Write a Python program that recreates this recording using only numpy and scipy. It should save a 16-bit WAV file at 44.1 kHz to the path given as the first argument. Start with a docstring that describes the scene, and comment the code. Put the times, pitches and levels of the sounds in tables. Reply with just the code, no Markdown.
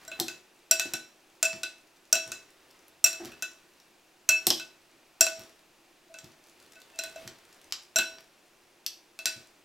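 """In a small kitchen, two plastic servers toss shredded cabbage in a glass bowl on a cloth-covered table.
Knocks on the glass make a noisy click and a set of decaying tones; sliding blades make single tones swell.
Pushes and knocks shake the table with low tones and a soft thud. Plastic clacks are short noise bursts,
each with some ring of the handle. Filtered noise and tiny clicks make the damp shreds rustle with each
squeeze and patter back into the bowl, over a faint room hum and hiss."""
import sys
import numpy as np
from scipy import signal
from scipy.fft import rfft, irfft, next_fast_len
from scipy.io import wavfile

SR = 44100
rng = np.random.default_rng(int(sys.argv[2]) if len(sys.argv) > 2 else 0)


def wav_record(signal):
    """Record a signal, one row per channel, as 16-bit PCM in the file named by sys.argv[1]."""
    frames = np.transpose(np.atleast_2d(signal))
    bounded = np.clip(frames, -1, 1)
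    # unit amplitude maps onto the largest positive 16-bit level
    quanta = np.round(bounded * 32767).astype(np.int16)
    wavfile.write(sys.argv[1], SR, quanta)


N = 425124

# All levels in the tables are relative: the functions add their own balance.
# Servers knocking the glass wall: t/s, contact click level/dB, ring level/dB, extra drive of the lowest
# mode/dB, extra drive of the upper modes (hardness)/dB, spot on a belly (+) or node (-) of the third mode/dB
GLASS_KNOCKS = [(.0777, -32.5, -58.5, 9, 17, -23), (.1151, -28, -45, 0, -21, -1),
                (.2818, -15, -45.5, -13, 0, 2), (.7103, -1.5, -33.5, 1, 23, 0),
                (.7956, -4.5, -38.5, -1.5, 14, 2), (.9353, -10.5, -39.5, -10.5, 11.5, -4),
                (1.4272, -2, -38.5, 4, 20.5, -1.5), (1.4504, -18, -40.5, 1.5, 15, 6),
                (1.6322, -13, -39.5, -13, 6, -1), (2.1261, -2, -34.5, -0.5, 19.5, -0.5),
                (2.153, -11, -35, 4, 8, 1.5), (2.3176, -13.5, -45, -8, 10, -1.5),
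                (3.041, -0.5, -37, -4, 27.5, 6.5), (3.0618, -7.5, -46.5, 8.5, 6, 7),
                (3.1288, -19.5, -51.5, -0.5, -3, -7), (3.3184, -37, -58, -23, 8, 2.5),
                (3.4226, -14, -41, -12.5, 11.5, -1.5), (4.2892, 2.5, -33.5, -5.5, 24, 1.5),
                (4.5965, -23.5, -46, -10.5, 8, 0.5), (5.2076, 1.5, -31.5, 2.5, 25, -0.5),
                (5.2654, -12, -38, 3, 9, 0.5), (6.1404, -30.5, -54, 0.5, -10, -0.5),
                (6.1863, -27, -67.5, -5, 21.5, -7), (6.7544, -44, -64.5, 3, 4, 4),
                (6.9885, -16, -43.5, 2.5, 16.5, 4.5), (7.0359, -15.5, -44.5, -1, 7, -0.5),
                (7.1586, -36, -56, 15, 8, 1), (7.9585, -7.5, -33, 2, 20.5, -4.5),
                (7.9854, -4.5, -29, -9.5, 7.5, -5), (9.189, -20, -51, -2, -1, 2),
                (9.2559, -3, -38, -8, 19, -1.5)]
# Blade sticking and slipping on the glass: t/s, length/s, resonance it feeds f/Hz, level/dB
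BLADE_SLIDES = [(.797, .02, 2622, -30), (.803, 0.02, 1503, -30.5), (1.45, 0.023, 2610, -33.5),
                (3.197, .03, 343, -36), (4.286, 0.11, 2622, -20.5), (4.33, 0.06, 1503, -38),
                (4.365, 0.017, 5600, -34), (6.094, 0.041, 657, -48), (6.76, 0.038, 1500, -55),
                (6.93, 0.086, 651, -54), (6.932, .04, 2640, -55), (6.983, 0.022, 4050, -37),
                (7.965, 0.035, 3990, -29), (9.26, 0.036, 4000, -39)]
# Dry plastic clacks and snaps: t/s, peak level/dB, then relative to it: body level at 1-2.5 kHz/dB,
# edge level above 9 kHz/dB, handle ring level/dB
PLASTIC_CLACKS = [(.1998, -2, -19, 6.5, -42), (1.5309, -21.5, 11, -9, -30), (2.711, -36.5, -3, 10, -41),
                  (2.882, -29.5, 7, 20.5, -42), (3.249, -24, 5, 3, -37), (3.256, -23, 0, 9, -35),
                  (3.801, -41, -4, -1, -40), (4.4686, 7.5, -6, 11, -52), (4.504, -3, -10, -1.5, -16.5),
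                  (5.395, -25.5, -7, 11.5, -39), (6.244, -33, -0.5, 1.5, -32), (7.277, -20.5, 10, 3.5, -23),
                  (7.724, -11.5, 5, -3, -55), (8.185, -24.5, 23, -6, -32), (8.207, -34, 9.5, 9, -34.5),
                  (8.864, -9, -1.5, 4, -33)]
# Ways the bowl's wall rings, the first four being its low bending modes: f/Hz, level/dB, t60/s
GLASS_MODES = [(654, -.5, 0.45), (1500, 1, 0.32), (2621, 5.5, 0.29), (3996, 0, 0.31), (5600, -11.5, 0.44),
               (5674, -5.5, 0.2), (5870, -9, 0.076), (6480, -8.5, 0.041), (7360, -9, 0.086),
               (7490, -4.5, 0.19), (7900, -14.5, 0.093), (8600, -23, .1), (9600, -12.5, .13),
               (11760, -20.5, .12), (12540, -9, 0.03), (13672, -19.5, .15), (14226, -22, 0.14)]
# Ways the table and bowl shake together: f/Hz, level/dB, t60/s
TABLE_MODES = [(100, -21.5, .16), (126, -16, 0.16), (154.5, -13.5, .28), (205, -14.5, 0.16),
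               (240.5, -6, .25), (328, 1, 0.26), (359.4, 2, 0.24), (369.4, -8, 0.3), (600, -13.5, 0.2),
               (738, -10, 0.16), (837, -13, 0.17), (1030, -17.5, 0.081)]
# Tone colour of plastic touching glass: f/Hz, level/dB
CONTACT_COLOUR = [(100, -30), (600, -19), (1500, -5.5), (3000, -5), (5000, 1), (6500, 1.5), (8000, -1),
                  (10500, -9.5), (12500, -7), (14500, -14.5), (16000, -16)]
# Tone colour of plastic hitting plastic: f/Hz, level/dB
PLASTIC_COLOUR = [(100, -26), (700, -22), (1800, -9), (3200, 0.5), (5500, 5), (6800, -2), (8000, -3.5),
                  (9700, -16.5), (11500, -8), (14500, -11.5), (16000, -25.5)]
# Tone colour of the table's dull thud: f/Hz, level/dB
THUD_COLOUR = [(30, -28), (80, -15), (140, -2.5), (330, 5.5), (450, -6.5), (750, 2.5), (1100, -12),
               (2000, -11.5), (6000, -54.5)]
# Tone colour of shreds rubbing together: f/Hz, level/dB
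RUB_COLOUR = [(150, -1.5), (350, 7.5), (600, 3), (1200, 1), (2500, -2), (5000, -5), (9000, -17),
              (16000, -16.5)]
# Tone colour of the room's hum and hiss: f/Hz, level/dB
AIR_COLOUR = [(20, -16), (55, -32.5), (130, -21), (270, -16.5), (345, -8), (420, -16.5), (738, -15.5),
              (1190, -20), (2140, -21.5), (2650, -17.5), (3000, -22.5), (6010, -26), (13200, -33.5),
              (16000, -36.5)]
# Ways a server's handle rings: f/Hz, level/dB, t60/s
HANDLE_MODES = [(3090, 2, 0.079), (3250, 0, .06), (3470, 3.5, .06), (4050, -1, 0.055), (5450, -1.5, .06),
                (6020, -3.5, .08)]
# How differently the two microphones hear the same sound: f/Hz, level/dB
STEREO_COLOUR = [(100, -7.5), (2000, -4), (4500, -4), (8000, 0.5), (12000, -0.5), (16000, 0.5)]
# Tone colour of the blade's hollow judder: f/Hz, level/dB
JUDDER_COLOUR = [(200, -22.5), (900, -4.5), (1700, -6.5), (2500, 3), (3500, 4), (6000, -14.5),
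                 (10000, -22.5), (16000, -19.5)]
# Servers pressing the bowl onto the table: t/s, level/dB, length of the push/s, relative deep boom level/dB
TABLE_PUSHES = [(.19, -40, 0.017, 0.5), (.851, -50.5, 0.0096, 0), (.937, -49, 0.0054, 1),
                (1.53, -55, .014, 16.5), (2.26, -58.5, 0.036, 9), (3.2, -50.5, 0.024, -8),
                (3.243, -51.5, .019, 10), (4.469, -37.5, 0.0073, 3.5), (4.503, -39.5, .012, -4.5),
                (5.383, -61, 0.018, 15), (6.233, -57, 0.016, 16), (7.244, -57, 0.024, 13),
                (9.358, -60.5, .015, 14)]
# Tosses: moment of the squeeze t/s, squeeze level/dB, digging time/s, falling shreds level/dB
SALAD_TOSSES = [(.24, -52, 0.56, -76), (.9, -53, 0.13, -70), (1.58, -55.5, 0.14, -72),
                (2.3, -53.5, 0.093, -63), (3.25, -49, 0.098, -65.5), (4.53, -52.5, 0.14, -67.5),
                (5.4, -54.5, .12, -74), (6.25, -58.5, 0.12, -61), (7.22, -51, 0.27, -60.5),
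                (8.12, -58, .12, -70.5), (9.38, -58, 0.088, -73)]
# Tone colour of a single shred breaking: f/Hz, level/dB
SNAP_COLOUR = [(300, -20), (2000, -3.5), (6000, -0.5), (12000, -2.5), (16000, -6.5)]

AIR_DB = -62.5
TOP_HZ = 15900
# every knock also jolts the table: level relative to its ring, length of the push, deep boom
JOLT_DB, JOLT_S, JOLT_BOOM_DB = -21, .012, -2
# the squeeze dies away; the lifted shreds land later, spread in time
SETTLE_S, FALL_AFTER_S, FALL_SPREAD_S = .12, 0.4, .21


def undb(db):
    """Turn decibels into a plain multiplier."""
    return 10 ** (np.asarray(db) / 20)


def unit(x):
    """Scale to rms 1."""
    return x / np.sqrt(np.mean(x ** 2))


def fade(t, t60):
    """Exponential decay, 60 dB down after t60 seconds."""
    return np.exp(-np.log(1000) * t / t60)


def add(track, s, sound):
    """Mix a sound into a track at time s in seconds."""
    i = max(int(s * SR), 0)
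    track[i:i + len(sound)] += sound[:max(N - i, 0)]


def gain_at(hz, points):
    """Read a tone colour's gain at the given frequencies."""
    f, db = np.transpose(points)
    return undb(np.interp(np.log(hz + 1), np.log(f), db))


def colour(x, points, size=4096):
    """Filter with a tone colour, never sounding ahead of time; white noise keeps its power."""
    gain = unit(gain_at(np.fft.rfftfreq(size, 1 / SR), points))
    # folding the cepstrum makes the filter respond as early as it can (minimum phase)
    cepstrum = irfft(np.log(gain))
    cepstrum[1:size // 2] *= 2
    cepstrum[size // 2 + 1:] = 0
    response = irfft(np.exp(rfft(cepstrum)))
    return signal.fftconvolve(x, response)[:len(x)]


def walk(rate, size=N):
    """Random drift with a spread a little below 1, from `rate` random points a second joined by lines."""
    knots = rng.standard_normal(int(size / SR * rate) + 2)
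    return np.interp(np.arange(size) / SR * rate, np.arange(len(knots)), knots)


def tick(t):
    """A single hard impact: one sample."""
    return (t == 0) * 1.


def chatter(t, t60):
    """Rapid micro-impacts that die away: a noise burst whose energy depends only on its fade."""
    envelope = fade(t, t60)
    burst = rng.standard_normal(len(t)) * envelope
    return burst * np.sqrt(np.sum(envelope ** 2) / np.sum(burst ** 2))


def room_air(level_db=0, width=.3):
    """The room's faint hum and hiss: coloured noise that drifts very slightly in level."""
    mid, side = (colour(rng.standard_normal(N), AIR_COLOUR) for _ in range(2))
    level = undb(AIR_DB + level_db + 0.13 * walk(3))
    return level * np.array([mid + width * side, mid - width * side])


def stirring():
    """How briskly the cabbage moves: it builds to a squeeze and settles, then the lifted shreds land."""
    t, power = np.arange(N) / SR, 0
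    for s, squeeze_db, dig_s, fall_db in SALAD_TOSSES:
        squeeze = np.exp(-np.maximum((s - t) / dig_s, (t - s) / SETTLE_S))
        fall = np.exp(-((t - s - FALL_AFTER_S) / FALL_SPREAD_S) ** 2 / 2)
        power = power + (undb(squeeze_db) * squeeze) ** 2 + (undb(fall_db) * fall) ** 2
    return np.sqrt(power)


def cabbage(rub_db=-5, crackle_db=-8, rate=900, spread_db=2.0, flicker_db=1.53):
    """Damp shreds rub and snap: an uneven rustle holds about `rate` tiny smeared clicks a second."""
    sizes = undb(spread_db * np.minimum(rng.exponential(size=N), 4))
    clicks = (rng.random(N) < rate / SR) * sizes
    smeared = signal.lfilter([1], [1, -fade(1 / SR, 0.0089)], clicks)
    crackle_tone = [(300, -15), (1500, 5.5), (4000, -2.5), (9000, -7.5), (16000, -11.5)]
    crackle = colour(unit(smeared * rng.standard_normal(N)), crackle_tone)
    rub = colour(rng.standard_normal(N), RUB_COLOUR) * undb(flicker_db * walk(35))
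    return stirring() * (undb(rub_db) * rub + undb(crackle_db) * crackle)


def lone_snaps(level_db=22, spread_db=3.5, t60=0.016, count=110):
    """Single crisp shreds break at random moments, louder while the heap is moving."""
    out, t = np.zeros(N), np.arange(SR // 40) / SR
    for when, size, pitch in rng.random((count, 3)):
        tone = [(1000, -10), (2500 + 7000 * pitch, 0), (16000, -12)]
        crack = colour(chatter(t, t60), tone)
        loudness = undb(level_db - spread_db * np.log(size + .05))
        add(out, when * N / SR, loudness * crack / np.linalg.norm(crack))
    return colour(out, SNAP_COLOUR) * stirring()


def thumps(ring_db=-0.5, thud_db=-1, count=3000):
    """A push cushioned by cabbage shakes the table; the softer it is, the more boom and the less knock."""
    out, t = np.zeros(N), np.arange(SR // 2) / SR
    jolts = [(s, knock_db + JOLT_DB, JOLT_S, JOLT_BOOM_DB) for s, _, knock_db, *_ in GLASS_KNOCKS]
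    for s, db, length, boom_db in TABLE_PUSHES + jolts:
        push = t / length * np.exp(-2 * t / length)
        cushion = [(130, boom_db), (320, 0.001), (800, -boom_db / 2)]
        ring = 0
        for (hz, mode_db, t60), turn in zip(TABLE_MODES, rng.random(len(TABLE_MODES))):
            # the push feeds each mode, which then dies away
            swell = signal.lfilter([1], [1, -fade(1 / SR, t60)], push)
            tone = np.sin(2 * np.pi * (hz * t + turn))
            ring = ring + undb(mode_db) * gain_at(hz, cushion) * swell * tone
        thud = colour(colour(rng.standard_normal(len(t)) * push, THUD_COLOUR), cushion)
        # levels are set by the first `count` samples
        ring = undb(db + ring_db) * ring / np.std(ring[:count])
        thud = undb(db + thud_db) * thud / np.std(thud[:count])
        add(out, s, ring + thud)
    return out


def bowl_ring(low_db=3.5, upper_db=-3, twin=1.0, split=.004, load=0.0012, scatter_db=2.1,
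              rough=0.82, rough_t60=0.4, soak=1.4, soak_t60=0.039, kept=.72, count=4):
    """Each knock rings the wall; every mode has a close twin, and the shifting salad detunes it a little."""
    out, t = np.zeros(N), np.arange(SR // 2) / SR
    attack, touch = 1 - fade(t, 0.0076), rough * fade(t, rough_t60)
    for s, _, ring_db, depth_db, hardness_db, spot_db in GLASS_KNOCKS:
        # the third mode's bellies lie near its neighbours' nodes
        place_db = [depth_db, -spot_db / 2, spot_db, -spot_db / 2]
        chance = rng.standard_normal((len(GLASS_MODES), 3))
        for k, ((hz, db, t60), (detune, apart, luck)) in enumerate(zip(GLASS_MODES, chance)):
            # the bending modes follow the blow and where it lands; a hard edge wakes the upper ones
            bending = k < count
            if bending:
                drive_db = ring_db + low_db + place_db[k]
            else:
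                drive_db = ring_db + upper_db + hardness_db + scatter_db * luck
            # the blade stays against the glass for a moment and roughens the ring, the lowest mode least
            wobble, flutter = (touch * min(hz / 2000, 1) * walk(220, len(t)) for _ in range(2))
            phase = 2 * np.pi * hz * (1 + load * detune) * t + wobble
            pair = np.sin(phase) + twin * np.sin(phase * (1 + split * apart)) * fade(t, 2 * t60)
            # it also soaks up part of the upper modes within some milliseconds
            soaked = 1 if bending else kept + soak * fade(t, soak_t60)
            envelope = attack * (1 + flutter) * soaked * fade(t, t60)
            # neighbouring modes start in opposite directions
            add(out, s + .0007, (-1) ** k * undb(db + drive_db) * pair * envelope / (1 + twin))
    return out


def judder(level_db=-2.0, t60=0.12):
    """The blade judders against the vibrating wall: a noise burst in step with the ring's level."""
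    out, t = np.zeros(N), np.arange(SR // 4) / SR
    for s, _, ring_db, *_ in GLASS_KNOCKS:
        add(out, s + .001, undb(ring_db + level_db) * chatter(t, t60))
    return colour(out, JUDDER_COLOUR)


def contacts(tick_db=1, snap_db=-13, snap_t60=0.0037, buzz_db=-18, buzz_t60=0.024, hardening=.3):
    """The hard click of plastic on glass and the blade's brief buzz; harder blows are brighter."""
    out, t = np.zeros(N), np.arange(SR // 10) / SR
    for s, db, *_ in GLASS_KNOCKS:
        snap = undb(snap_db) * chatter(t, snap_t60)
        buzz = undb(buzz_db) * chatter(t, buzz_t60)
        click = undb(tick_db) * tick(t) + snap + buzz
        tilt_db = hardening * (db + 13.0)
        tone = [(2500, -tilt_db / 2), (6000, 0), (13000, tilt_db / 2)]
        add(out, s + 0.0011, undb(db) * colour(click, tone))
    return colour(out, CONTACT_COLOUR)


def clacks(tick_db=4, snap_db=-11, snap_t60=0.011, rattle_db=-22, rattle_t60=0.07, handle_db=-7):
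    """Well-damped plastic gives a short crack and rattle, plus some ring of the handle."""
    cracks, rings, t = np.zeros(N), np.zeros(N), np.arange(SR // 4) / SR
    handle = sum(undb(db) * fade(t, t60) * np.sin(2 * np.pi * hz * t) for hz, db, t60 in HANDLE_MODES)
    handle = handle * (1 - fade(t, 0.0066))  # soft start
    for s, db, body_db, edge_db, ring_db in PLASTIC_CLACKS:
        tone = [(1800, body_db), (3500, 0.0095), (6500, 0.0047), (10000, edge_db)]
        snap = undb(snap_db) * chatter(t, snap_t60)
        rattle = undb(rattle_db) * chatter(t, rattle_t60)
        crack = undb(tick_db) * tick(t) + snap + rattle
        add(cracks, s, undb(db) * colour(crack, tone))
        add(rings, s, undb(db + ring_db + handle_db) * handle)
    return colour(cracks, PLASTIC_COLOUR) + rings


def slides(grip=0.3, t60=0.23):
    """A sliding blade feeds one resonance, which swells unevenly and then rings out."""
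    out, t = np.zeros(N), np.arange(SR // 2) / SR
    for s, length, hz, db in BLADE_SLIDES:
        rise = np.sin(np.pi / 2 * np.minimum(2 * t / length, 1))
        swell = rise * fade(np.maximum(t - length / 2, 0), t60)
        slip = grip * walk(90, len(t))
        add(out, s, undb(db) * swell * (1 + slip / 2) * np.sin(2 * np.pi * hz * t + slip))
    return out


def kitchen(x, wet_db, t60, treble_t60, width, gap=0.0055):
    """Direct sound plus a small room's short wash, made of fading noise and heard by two close microphones."""
    t = np.arange(SR // 2) / SR
    late = np.clip(t / gap - .5, 0, 1)  # the wash begins a moment after the direct sound
    lowpass = signal.butter(1, 6000, fs=SR, output="sos")
    tails = []
    for noise in rng.standard_normal((2, len(t))):
        low = signal.sosfilt(lowpass, noise)
        wash = (low * fade(t, t60) + (noise - low) * fade(t, treble_t60)) * late
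        tails.append(unit(wash) / np.sqrt(len(t)))
    mid, side = (undb(wet_db) * signal.fftconvolve(x, tail)[:N] for tail in tails)
    return np.array([x + mid + width * side, x + mid - width * side])


def microphones(pair, spread_db=-16):
    """A quarter-cycle-shifted copy, with opposite signs left and right, parts the two sides most in the treble."""
    shifted = np.imag(signal.hilbert(pair.mean(axis=0), next_fast_len(N)))[:N]
    side = undb(spread_db) * colour(shifted, STEREO_COLOUR)
    return pair + np.array([side, -side])


def scene(left_db=-0.32):
    """Salad, table, glass and plastic sound together in the kitchen."""
    touches = contacts() + judder() + cabbage() + lone_snaps()
    touches = kitchen(touches, wet_db=-5, t60=.35, treble_t60=0.16, width=0.44)
    table = kitchen(thumps(), wet_db=-10, t60=.32, treble_t60=.2, width=.4)
    glass = kitchen(bowl_ring() + slides(), wet_db=-13, t60=.34, treble_t60=.24, width=.4)
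    plastic = kitchen(clacks(), wet_db=-7.0, t60=0.31, treble_t60=0.081, width=.3)
    return microphones(glass + touches + plastic + table + room_air()) * undb([[left_db], [0]])


def record(dry):
    """Round the highest peaks softly, then cut what lies above TOP_HZ with a steep filter."""
    rounded = np.tanh(dry)
    return signal.sosfilt(signal.ellip(8, .2, 70, TOP_HZ, fs=SR, output="sos"), rounded)


dry = scene()
out = record(dry)
wav_record(out)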